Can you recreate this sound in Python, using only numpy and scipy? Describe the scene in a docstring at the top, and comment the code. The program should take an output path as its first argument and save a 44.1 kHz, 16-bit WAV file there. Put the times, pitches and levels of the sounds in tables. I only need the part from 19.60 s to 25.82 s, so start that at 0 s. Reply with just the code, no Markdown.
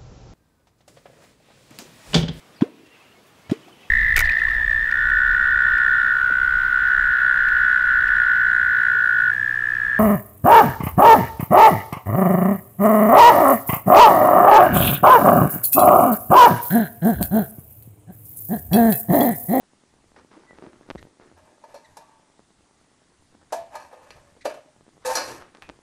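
"""In a cupboard under a kitchen sink, nested plastic and steel bowls are knocked, slid and dropped back.
Blows excite damped modes of each bowl; sliding and chattering drive modes with uneven friction noise.
Single rings sound alone, stick-slip makes squeaks, and grainy rubbing comes from door, sleeve and hands.
The microphone is worn on the head: its mount pops as the wearer moves, a faint tick of radio interference
repeats about ten times a second, and body rumble and hiss lie beneath."""
import sys
import numpy as np
from scipy import signal
from scipy.fft import rfft, irfft
from scipy.io import wavfile
from scipy.ndimage import uniform_filter1d

SR = 44100
rng = np.random.default_rng(int(sys.argv[2]) if len(sys.argv) > 2 else 0)


def pcm_store(signal):
    """Save signal as 16-bit PCM."""
    levels = np.round(np.clip(np.atleast_2d(signal), -1, 1) * 32767)
    wavfile.write(sys.argv[1], SR, levels.astype(np.int16).T)


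N = 274302  # length in samples

# All t60 values are times to decay by 60 dB. Spectra are relative: the filtered sound is scaled to rms 1.

# Blows on the bowls. Each row: start in seconds, lowest ring in dB, lowest ring in Hz, wall in dB, rim in dB,
# clack in dB, steel in dB, damping as a factor on t60, hardness as rim brightness in dB per octave.
KNOCK_ROWS = [(2.038, -39, 592, -35, -47.5, -65, -54.5, 0.56, -6),
              (2.142, -33.5, 565, -38, -49, -53.5, -64, 0.99, 0),
              (2.369, -34, 575, -30, -44.5, -45, -77, 0.53, 1),
              (3.9232, -18, 640, -20, -31.5, -35, -61, 0.92, -9),
              (4.153, -39, 620, -26, -32.5, -44.5, -50, 0.57, -7),
              (4.312, -44, 705, -48, -52, -74, -78, 0.84, 0),
              (4.327, -41.5, 508.5, -60, -45, -63, -79, 0.99, -29),
              (4.506, -38, 480, -64, -37, -56, -39.5, 0.28, 9.5),
              (4.563, -48, 650, -59, -61, -64, -58, 0.51, 8),
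              (4.764, -46, 487, -76, -75, -82, -82, 0.62, 3),
              (4.8545, -12, 572, -22, -29, -37.5, -34.5, 0.62, 6),
              (4.94, -33, 573, -62, -48, -55, -67, 0.71, -10),
              (4.974, -36, 586, -55, -46, -67, -70, 0.58, -11), (5.449, -36, 524, -34, -29, -42, -59, 1, 0),
              (5.552, -28.5, 490, -29, -25.5, -25.5, -23.5, 0.99, -2.5),
              (5.681, -38, 514, -58, -46, -45, -55, 0.72, 11),
              (6.0226, -61, 680, -66, -46.5, -61, -66, 0.74, 17)]
# Modes of the bowl walls. Each row: frequency in Hz, relative level in dB, t60 in seconds before damping.
WALL_MODES = [(757, -9.5, 0.087), (889, 0.5, .1), (916, -6, 0.25), (966, -3, 0.11)]
# Modes of the bowl rims. Each row: frequency in Hz, relative level in dB, t60 in seconds before damping.
RIM_MODES = [(1097, -2, 0.063), (1208, -13, 0.24), (1233, -1.5, 0.15), (1545, 0, 0.088), (1643, -2.5, 0.14),
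             (1718, -1, 0.21), (1753, 1.5, 0.042), (2000, -10.5, 0.23), (2330, -9, 0.28),
             (2443, -11.5, 0.36), (2595, -9, 0.03), (2640, -11, 0.31)]
# Modes of the steel bowls. Each row: frequency in Hz, relative level in dB, t60 in seconds before damping.
STEEL_MODES = [(4135, 9, 0.13), (4266, 9, 0.23), (4650, 7, 0.25), (4320, 10, 0.094), (4270, -14, .2),
               (4930, 6, 0.28), (5300, -15, .1), (5900, 1, 0.079), (5800, 16, 0.091), (5900, -22, 0.12),
               (6240, -0.5, 0.078), (7300, -27, 0.11), (8300, -25, .08), (10000, -25, .1), (10800, -25, .1)]
# Lowest modes. Each row: multiple of the lowest ring, relative level in dB, t60 in seconds before damping.
LOW_MODES = [(1, 0, .11), (1.05, -12, .3), (1.18, -10, .21), (0.78, -14, .15)]
# Spectrum of the dull thud between the rings. Each row: frequency in Hz, density in dB per Hz.
BODY_SPECTRUM = [(88, -60), (150, -93), (241, -13), (460, -16), (568, -1), (1170, -16), (1700, -21),
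                 (2120, -24.5), (3500, -28), (4550, -35.5), (7700, -120)]
# Spectrum of dry contact noise. Each row: frequency in Hz, density in dB per Hz.
GRIT_SPECTRUM = [(1760, -63), (3000, -10), (3810, 1), (4050, 0), (6130, 2.5), (9860, -3), (11000, 0),
                 (12900, -6.5), (16800, -42), (22000, -120)]
# Bowls sliding and rattling in the stack. Each row: start in seconds, rise in seconds, t60 in seconds,
# lowest ring in dB, lowest ring in Hz, wall in dB, rim in dB, grit in dB.
SLIDE_ROWS = [(1.755, 0.024, 0.28, -54.5, 604, -58, -63, -70),
              (1.83, 0.019, 1.3, -61.5, 600, -61.5, -69.5, -76),
              (2.06, 0.031, 0.87, -56.5, 650, -55.5, -63, -69),
              (2.2, 0.055, 2.7, -72, 600, -60, -69.5, -74), (2.4, 0.011, 0.22, -55, 630, -52, -63, -69),
              (2.46, .04, 1.1, -67, 562, -61, -71, -92), (3.96, 0.015, 0.51, -44, 670, -46, -63, -63),
              (4.09, 0.067, 0.14, -39.5, 607, -40, -49, -54.5),
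              (4.17, 0.035, 0.51, -50, 560, -47.5, -53, -60), (4.3, 0.033, 1.04, -52, 510, -53.5, -65, -74),
              (4.41, 0.015, 2.1, -58, 566, -81, -63.5, -70),
              (4.51, 0.016, 0.18, -68, 520, -74, -56.5, -68.5),
              (4.54, 0.028, 0.22, -53, 523, -74, -75, -81), (4.843, 0.01, 0.046, -37, 574, -51, -48, -47),
              (4.885, 0.012, 0.19, -36.5, 625, -41.5, -46, -53),
              (4.93, 0.009, 0.58, -49.5, 603, -55, -64, -69),
              (5.445, 0.013, 1.06, -38.5, 533, -34.5, -38, -36),
              (5.47, 0.03, 0.32, -38, 536, -31.5, -37, -37.5),
              (5.53, 0.04, 0.49, -31, 552, -35, -33.5, -50), (5.68, 0.023, .7, -53, 555, -60, -51.5, -69)]
# Noise between the rim modes of a slide. Each row: frequency in Hz, density in dB per Hz.
RIM_SCRAPE = [(900, -8), (1100, 11.0), (3000, 0), (3600, -57)]
# Steel bowls chattering. Each row: start in seconds, t60 in seconds, level in dB.
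CHATTER_ROWS = [(2.14, 0.27, -59), (4.149, 0.16, -49.5), (4.211, 0.13, -57), (5.55, .34, -28),
                (5.684, .35, -51)]
# A bowl holding one note as it skids or rings on after a blow. Each row: start in seconds, rise in seconds,
# hold in seconds, t60 in seconds, mean pitch in Hz, mean level in dB.
SINGLE_RING_ROWS = [(2.4, 0.014, .02, 1.1, 1140, -61.5), (2.47, 0.066, 0.045, 0.13, 898, -62),
                    (5.447, .006, .066, .03, 511, -29), (5.505, .012, .02, .2, 785, -35),
                    (5.56, .015, .03, .2, 1470, -41), (5.47, 0.01, 0.07, .22, 901, -32),
                    (3.945, .015, .05, 0.33, 675, -39)]
# Hinge and glove squeaks. Each row: start in seconds, rise in seconds, hold in seconds, starting pitch in Hz,
# sag in Hz per second, fundamental in dB, overtones in dB, rms wobble as a share of the pitch.
SQUEAK_ROWS = [(0.846, .05, .025, 1997, 500, -55, -28, 0.02),
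               (1.371, .009, 0.014, 1905, 100, -51.5, -7.5, 0.117),
               (2.24, 0.0075, .012, 2060, 9000, -57.5, -6, .06),
               (4.806, 0.0051, 0.016, 2010, 1500, -55.5, -5, .11)]
# Door, sleeve and hands rubbing. Each row: start in seconds, rise in seconds, t60 in seconds,
# dull rub in dB, crackle in dB.
RUSTLE_ROWS = [(0.554, 0.011, 0.28, -52, -51), (.705, 0.0098, 0.85, -52.5, -53.5),
               (.86, 0.065, 0.33, -58.5, -66), (.93, .012, 0.19, -59, -57), (.96, 0.022, 0.37, -53, -56),
               (1.01, .025, 0.36, -44, -53), (1.121, .012, 0.37, -56, -60.5), (1.21, .011, 0.19, -59, -59),
               (1.249, .035, 0.45, -60, -60), (1.36, 0.012, .8, -54, -76), (1.6, 0.006, 0.57, -55, -56.5),
               (1.725, .008, .11, -57, -74), (1.868, 0.041, 0.26, -61, -77), (3.72, 0.029, 0.067, -62, -63),
               (3.799, 0.022, 0.069, -68, -62), (3.869, 0.048, .11, -67, -58.5),
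               (5.361, 0.092, 0.089, -66, -55.5), (5.67, 0.021, 0.34, -38, -41.5),
               (5.79, 0.022, 0.24, -52, -48), (5.929, 0.023, 0.24, -56, -54.5),
               (6.01, 0.015, 0.18, -68, -48.5), (6.072, 0.019, 0.46, -56.5, -60)]
# Spectrum of the dull rub. Each row: frequency in Hz, density in dB per Hz.
RUB_SPECTRUM = [(90, -47), (200, -6), (330, 2.5), (600, -7), (1200, -62)]
# Spectrum of the crackle. Each row: frequency in Hz, density in dB per Hz.
CRACKLE_SPECTRUM = [(400, -9.5), (900, 1.5), (1500, -2.5), (2800, -14.5), (6000, -20.5), (9000, -53)]
# Decay of the kitchen's reverberation. Each row: frequency in Hz, t60 in seconds.
KITCHEN_DECAY = [(200, 0.36), (800, 0.1), (3000, 0.37), (10000, 0.088)]
# Slips of the mount. Each row: time of the peak in seconds, peak in dB before the low-pass, width in ms.
POP_ROWS = [(0.5187, -43, 0.49), (0.567, -42, 0.3), (0.648, -53, 0.97), (0.9094, -34, 0.5),
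            (0.9321, -39, 0.82), (0.9866, -31, 0.32), (1.0243, -30.5, 0.58), (1.0402, -36, 0.7),
            (1.0656, -31.5, 0.38), (1.072, -43, 1.8), (1.1323, -34.5, 0.35), (1.2113, -38, 0.74),
            (1.29, -36, 1), (1.3026, -15.5, 0.26), (1.3101, -19, 0.3), (1.3135, -25.5, 0.38),
            (1.3514, -30.5, 1.3), (1.357, -25, 0.81), (1.4281, -28, 0.26), (1.4523, -39.5, 1.05),
            (1.471, -43, 1), (1.599, -37, 0.56), (1.7158, -42, 0.67), (1.7246, -45.5, 0.75),
            (2.7941, -38.5, 0.56), (2.804, -55, 0.7), (3.7515, -42.5, 0.6), (3.829, -48, 0.54),
            (4.7657, -44, 0.64), (5.2096, -42, 0.66), (5.2807, -43.5, 1), (5.2902, -44, 0.49),
            (5.3791, -43.5, 0.64), (5.9496, -29.5, 0.18), (5.9715, -33, 0.1), (6.0916, -23, 0.16),
            (6.0981, -22, 0.28), (6.1014, -32, 0.43)]
# Mean peak of the tick before the low-pass. Each row: time in seconds, peak in dB.
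TICK_LEVEL = [(0, -45.5), (2.5, -48), (3.3, -49), (4, -50.5), (6.2, -42)]
# The body jolting the mount. Each row: start in seconds, amplitude in dB before decay and soft start,
# frequency in Hz, t60 in seconds.
JOLT_ROWS = [(1.358, -41, 61, 0.21), (1.734, -53, 85, 0.53), (3.75, -61, 84.4, 0.63),
             (5.687, -46.5, 126.5, 0.35), (6.09, -47, 54.3, 0.18)]
# Body movement carried to the microphone. Each row: time in seconds, level in dB.
RUMBLE_LEVEL = [(0.0, -70.5), (1.0, -64.5), (1.02, -63), (1.18, -69), (1.37, -49.5), (1.56, -69.5),
                (1.75, -64.5), (1.97, -73), (2.79, -68.5), (3.48, -74.5), (3.95, -61.5), (4.42, -69.5),
                (4.45, -62), (5.16, -70), (5.68, -57), (5.89, -67.5), (6.12, -62), (6.22, -67)]
# Spectrum of that rumble. Each row: frequency in Hz, density in dB per Hz.
RUMBLE_SPECTRUM = [(20, -2.5), (38, -38), (58, 0), (90, -3), (130, -5.5), (200, -15), (400, -42)]
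# Spectrum of the microphone hiss. Each row: frequency in Hz, density in dB per Hz.
HISS_SPECTRUM = [(71, -32), (120, -3), (156, -2), (297, 0.5), (451, -6.5), (495, -7.5), (765, -7),
                 (1690, -13), (2080, -12), (2290, -16), (8930, -17), (10200, -19.5), (11000, -98),
                 (14300, -97), (22000, -120)]

STROKE_S = .4  # longest contact
LOW_RISE_S, CHATTER_RISE_S, SQUEAK_T60_S = .0016, 0.0066, 0.035
CLICK_DB, CLICK_PER_HARDNESS = -2.5, 1.56  # click against the rim; harder blows click louder
UNEVEN_DB = 3.  # rms jumps of sliding contacts
TICK_START_S, TICK_EVERY_S, TICK_MS = .0320, .102638, .6
HISS_DB, PATCHY_DB = -63, 1.2  # hiss level and its rms random variation
KITCHEN_DB, EDGE_HZ = -11.5, 12850


def gain_of(db):
    """Amplitude ratio corresponding to a level in decibels."""
    return 10 ** (np.asarray(db) / 20)


def evened(x):
    """Normalisation to unit rms."""
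    return x / np.sqrt(np.mean(x ** 2) + 1e-20)


def read(points, hz):
    """Linear interpolation along a logarithmic frequency axis."""
    f, value = np.transpose(points)
    return np.interp(np.log(hz + 1), np.log(f + 1), value)


def add(mix, s, sound):
    """Superposition of a sound on the mix from time s."""
    part = mix[round(s * SR):][:len(sound)]
    part += sound[:len(part)]


def coloured(x, points):
    """Spectral shaping by multiplication in the frequency domain, then unit rms."""
    hz = np.fft.rfftfreq(len(x), 1 / SR)
    return evened(irfft(rfft(x) * gain_of(read(points, hz)), len(x)))


def wander(n, hold):
    """Random drift: a moving average of noise over hold samples, at unit rms."""
    return evened(uniform_filter1d(rng.standard_normal(n), hold))


def grains(n, uneven_db, hold):
    """Dry friction: noise whose strength wanders, averaged over hold samples."""
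    strength = gain_of(uneven_db * wander(n, hold))
    return rng.standard_normal(n) * strength


def resonate(x, hz, t60):
    """Forced resonance: one damped mode as a single complex pole, at unit rms."""
    pole = np.exp((2j * np.pi * hz - np.log(1000) / t60) / SR)
    return evened(signal.lfilter([1], [1, -pole], x).real)


def rung(drive, modes, damping):
    """Modal superposition: the same contacts drive every mode, with alternating sign."""
    total = 0
    for k, (hz, db, t60) in enumerate(modes):
        total = total + (-1) ** k * gain_of(db) * resonate(drive, hz, damping * t60)
    return evened(total)


def stroke(rise, t60, hold=0):
    """Envelope of a contact: quadratic growth, a hold, then exponential decay."""
    t = np.arange(round(STROKE_S * SR)) / SR
    growth = np.minimum(t / rise, 1) ** 2
    decay = gain_of(-60 * np.maximum(t - rise - hold, 0) / t60)
    ending = np.clip((STROKE_S - t) / .08, 0, 1)
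    return growth * decay * ending


def rings(t, modes, rise, damping):
    """Free vibration: damped sines, varied from blow to blow, the low ones starting nearly in step."""
    chance = rng.standard_normal((len(modes), 3))
    total = np.zeros(len(t))
    for (hz, db, t60), (louder, sharper, shift) in zip(modes, chance):
        decay = gain_of(db + 1.26 * louder - 60 * t / (t60 * damping))
        total += decay * np.sin(2 * np.pi * hz * (1 + 0.00895 * sharper) * t + shift * hz / 2000)
    size = np.sqrt(sum(gain_of(db) ** 2 for _, db, _ in modes))
    return total * (1 - np.exp(-t / rise)) / size


def knock(s, low_db, low_hz, wall_db, rim_db, clack_db, steel_db, damping, hardness):
    """Impact excitation: a blow sets modes ringing, with a dull thud, a click and a clack of noise."""
    t = np.arange(round(STROKE_S * SR)) / SR
    low_modes = [(low_hz * ratio, db, t60) for ratio, db, t60 in LOW_MODES]
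    low = rings(t, low_modes, LOW_RISE_S, damping)

    thud = coloured(rng.standard_normal(len(t)), BODY_SPECTRUM)
    thud *= gain_of(-7.5 - 60 * t / (.12 * damping)) * (1 - np.exp(-t / 0.0019))

    # the clack dies in two stages, fast and slow
    clack = coloured(rng.standard_normal(len(t)), GRIT_SPECTRUM)
    clack *= gain_of(-7 - 60 * t / 0.025) + gain_of(-2.5 - 60 * t / (.2 * damping))
    clack *= 1 - np.exp(-t / 0.00098)

    click = np.sin(2 * np.pi * 2600 * t) * gain_of(-60 * t / 0.0014)
    click = signal.lfilter(*signal.butter(2, 500, "high", fs=SR), click)
    click_db = rim_db + CLICK_DB + CLICK_PER_HARDNESS * hardness

    rim_modes = [(hz, db + hardness * np.log2(hz / 1600), t60) for hz, db, t60 in RIM_MODES]
    sound = gain_of(click_db) * click + gain_of(low_db) * (low + thud) + gain_of(clack_db) * clack
    sound += gain_of(wall_db) * rings(t, WALL_MODES, 2 * LOW_RISE_S, damping)
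    sound += gain_of(rim_db) * rings(t, rim_modes, 0.0027, damping)
    sound += gain_of(steel_db) * rings(t, STEEL_MODES, 0.0022, damping)
    return s, sound


def slide(s, rise, t60, low_db, low_hz, wall_db, rim_db, grit_db):
    """Friction excitation: dense tiny contacts sustain the bowl modes, with grit on top."""
    shape = stroke(rise, t60)
    drive = grains(len(shape), UNEVEN_DB, 90)
    low = evened(resonate(drive, low_hz, 0.062) + 1.57 * coloured(drive, BODY_SPECTRUM))
    wall = rung(drive, WALL_MODES, 0.73)
    rim = evened(rung(drive, RIM_MODES, 0.78) + .5 * coloured(drive, RIM_SCRAPE))
    grit = coloured(grains(len(shape), UNEVEN_DB, 90), GRIT_SPECTRUM)
    sound = gain_of(low_db) * low + gain_of(wall_db) * wall
    sound += gain_of(rim_db) * rim + gain_of(grit_db) * grit
    return s, sound * shape


def chatter(s, t60, db):
    """Repeated contact: quick uneven touches between steel rims drive heavily damped modes."""
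    shape = stroke(CHATTER_RISE_S, t60)
    touches = grains(len(shape), 2.8, 150)
    return s, gain_of(db) * rung(touches, STEEL_MODES, 0.14) * shape


def single_ring(s, rise, hold, t60, hz, db):
    """Single-mode vibration: one ring of the bowl sounds alone, drifting slightly in pitch and level."""
    shape = stroke(rise, t60, hold)
    turns = np.cumsum(hz * (1 + 0.0025 * wander(len(shape), 200))) / SR
    level_db = db + 2.5 * wander(len(shape), 500)
    return s, np.sqrt(2) * gain_of(level_db) * np.sin(2 * np.pi * turns) * shape


def squeak(s, rise, hold, hz, sag_hz, db, over_db, wobble):
    """Stick-slip oscillation: uneven slips, slowing down, give a sagging tone with overtones."""
    shape = stroke(rise, SQUEAK_T60_S, hold)
    pitch = np.maximum(hz - sag_hz * np.arange(len(shape)) / SR, 1000)
    turns = np.cumsum(pitch * (1 + wobble * wander(len(shape), 40))) / SR
    overtones = sum(np.sin(2 * np.pi * k * turns) / (k - 1) for k in range(2, 5))
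    tone = np.sin(2 * np.pi * turns) + gain_of(over_db) * overtones
    return s, np.sqrt(2) * gain_of(db) * tone * shape


def rustle(s, rise, t60, rub_db, crackle_db):
    """Rough-surface friction: grainy rubbing in a dull and a crackly band."""
    shape = stroke(rise, t60)
    rub = coloured(grains(len(shape), 5.4, 120), RUB_SPECTRUM)
    crackle = coloured(grains(len(shape), 4.5, 40), CRACKLE_SPECTRUM)
    return s, (gain_of(rub_db) * rub + gain_of(crackle_db) * crackle) * shape


def kitchen(x):
    """Reverberation: sparse reflections of random sign, each band decaying at its own rate."""
    taps = np.zeros(SR // 2)
    at = np.arange(200, len(taps) - 20, 20)
    taps[at + rng.integers(0, 20, len(at))] = rng.choice([-1., 1.], len(at))
    hz, t, z = signal.stft(taps, SR, nperseg=256)
    decay = gain_of(-60 * t / read(KITCHEN_DECAY, hz)[:, None])
    tail = signal.istft(z * decay, SR, nperseg=256)[1]
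    return signal.fftconvolve(x, tail / np.linalg.norm(tail))[:N]


def pops_and_ticks():
    """Pressure equalisation: each slip is a push on the capsule, whose vent swings the pressure below zero.

    A regular tick of radio interference is given the same pulse shape."""
    out, t_ms = np.zeros(N), np.arange(-150, 350) / SR * 1000
    at = np.arange(TICK_START_S, N / SR, TICK_EVERY_S)
    tick_db = np.interp(at, *np.transpose(TICK_LEVEL)) + 0.49 * rng.standard_normal(len(at))
    ticks = [(s, db, TICK_MS) for s, db in zip(at, tick_db)]
    vent = signal.butter(2, 200, "high", fs=SR)
    for s, db, ms in list(POP_ROWS) + ticks:
        # short pulses snap up and ease off; long ones build up more slowly, then also ease off
        build = np.clip(1.1 * ms, .25, .6)
        before = np.exp(-(t_ms / (1.1 * ms * build)) ** 2)
        after = np.exp(-abs(t_ms / (1.48 * ms * (1 - build))) ** 0.65)
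        swing = signal.lfilter(*vent, np.where(t_ms < 0, before, after))
        add(out, s - swing.argmax() / SR, gain_of(db) * swing / swing.max())
    return signal.lfilter(*signal.butter(2, 6500, fs=SR), out)  # a low-pass rounds off the pops and ticks


def jolts():
    """Damped oscillation: low swings of the mount with a soft start."""
    out, t = np.zeros(N), np.arange(SR // 2) / SR
    for s, db, hz, t60 in JOLT_ROWS:
        swing = gain_of(db - 60 * t / t60) * np.sin(2 * np.pi * hz * t)
        add(out, s, swing * (1 - np.exp(-t / 0.0075)))
    return out


def background():
    """Modulated noise: microphone hiss with random level variation over time and frequency, and body rumble."""
    hz, t, z = signal.stft(coloured(rng.standard_normal(N), HISS_SPECTRUM), SR, nperseg=512)
    patches = uniform_filter1d(rng.standard_normal(z.shape), 6, axis=0)  # across frequency
    patches = evened(uniform_filter1d(patches, 8, axis=1))  # across time
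    hiss = evened(signal.istft(z * gain_of(PATCHY_DB * patches), SR, nperseg=512)[1][:N])
    rumble_db = np.interp(np.arange(N) / SR, *np.transpose(RUMBLE_LEVEL))
    rumble = coloured(grains(N, 4.1, 3000), RUMBLE_SPECTRUM)
    return gain_of(HISS_DB) * hiss + gain_of(rumble_db) * rumble


def scene():
    """Superposition: bowls and door with their reverberation, then pops, ticks, jolts and noise."""
    near = np.zeros(N)
    sources = ((knock, KNOCK_ROWS), (slide, SLIDE_ROWS), (chatter, CHATTER_ROWS),
               (single_ring, SINGLE_RING_ROWS), (squeak, SQUEAK_ROWS), (rustle, RUSTLE_ROWS))
    for play, rows in sources:
        for row in rows:
            add(near, *play(*row))
    wet = gain_of(KITCHEN_DB) * kitchen(near)
    return (near + wet + pops_and_ticks() + jolts() + background())[None]


def record(dry):
    """Band limitation: a linear-phase low-pass removes the top of the spectrum."""
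    low_pass = signal.firwin(511, EDGE_HZ, window=("kaiser", 9), fs=SR)
    return signal.oaconvolve(dry, low_pass[None], "same")


dry = scene()
out = record(dry)
pcm_store(out)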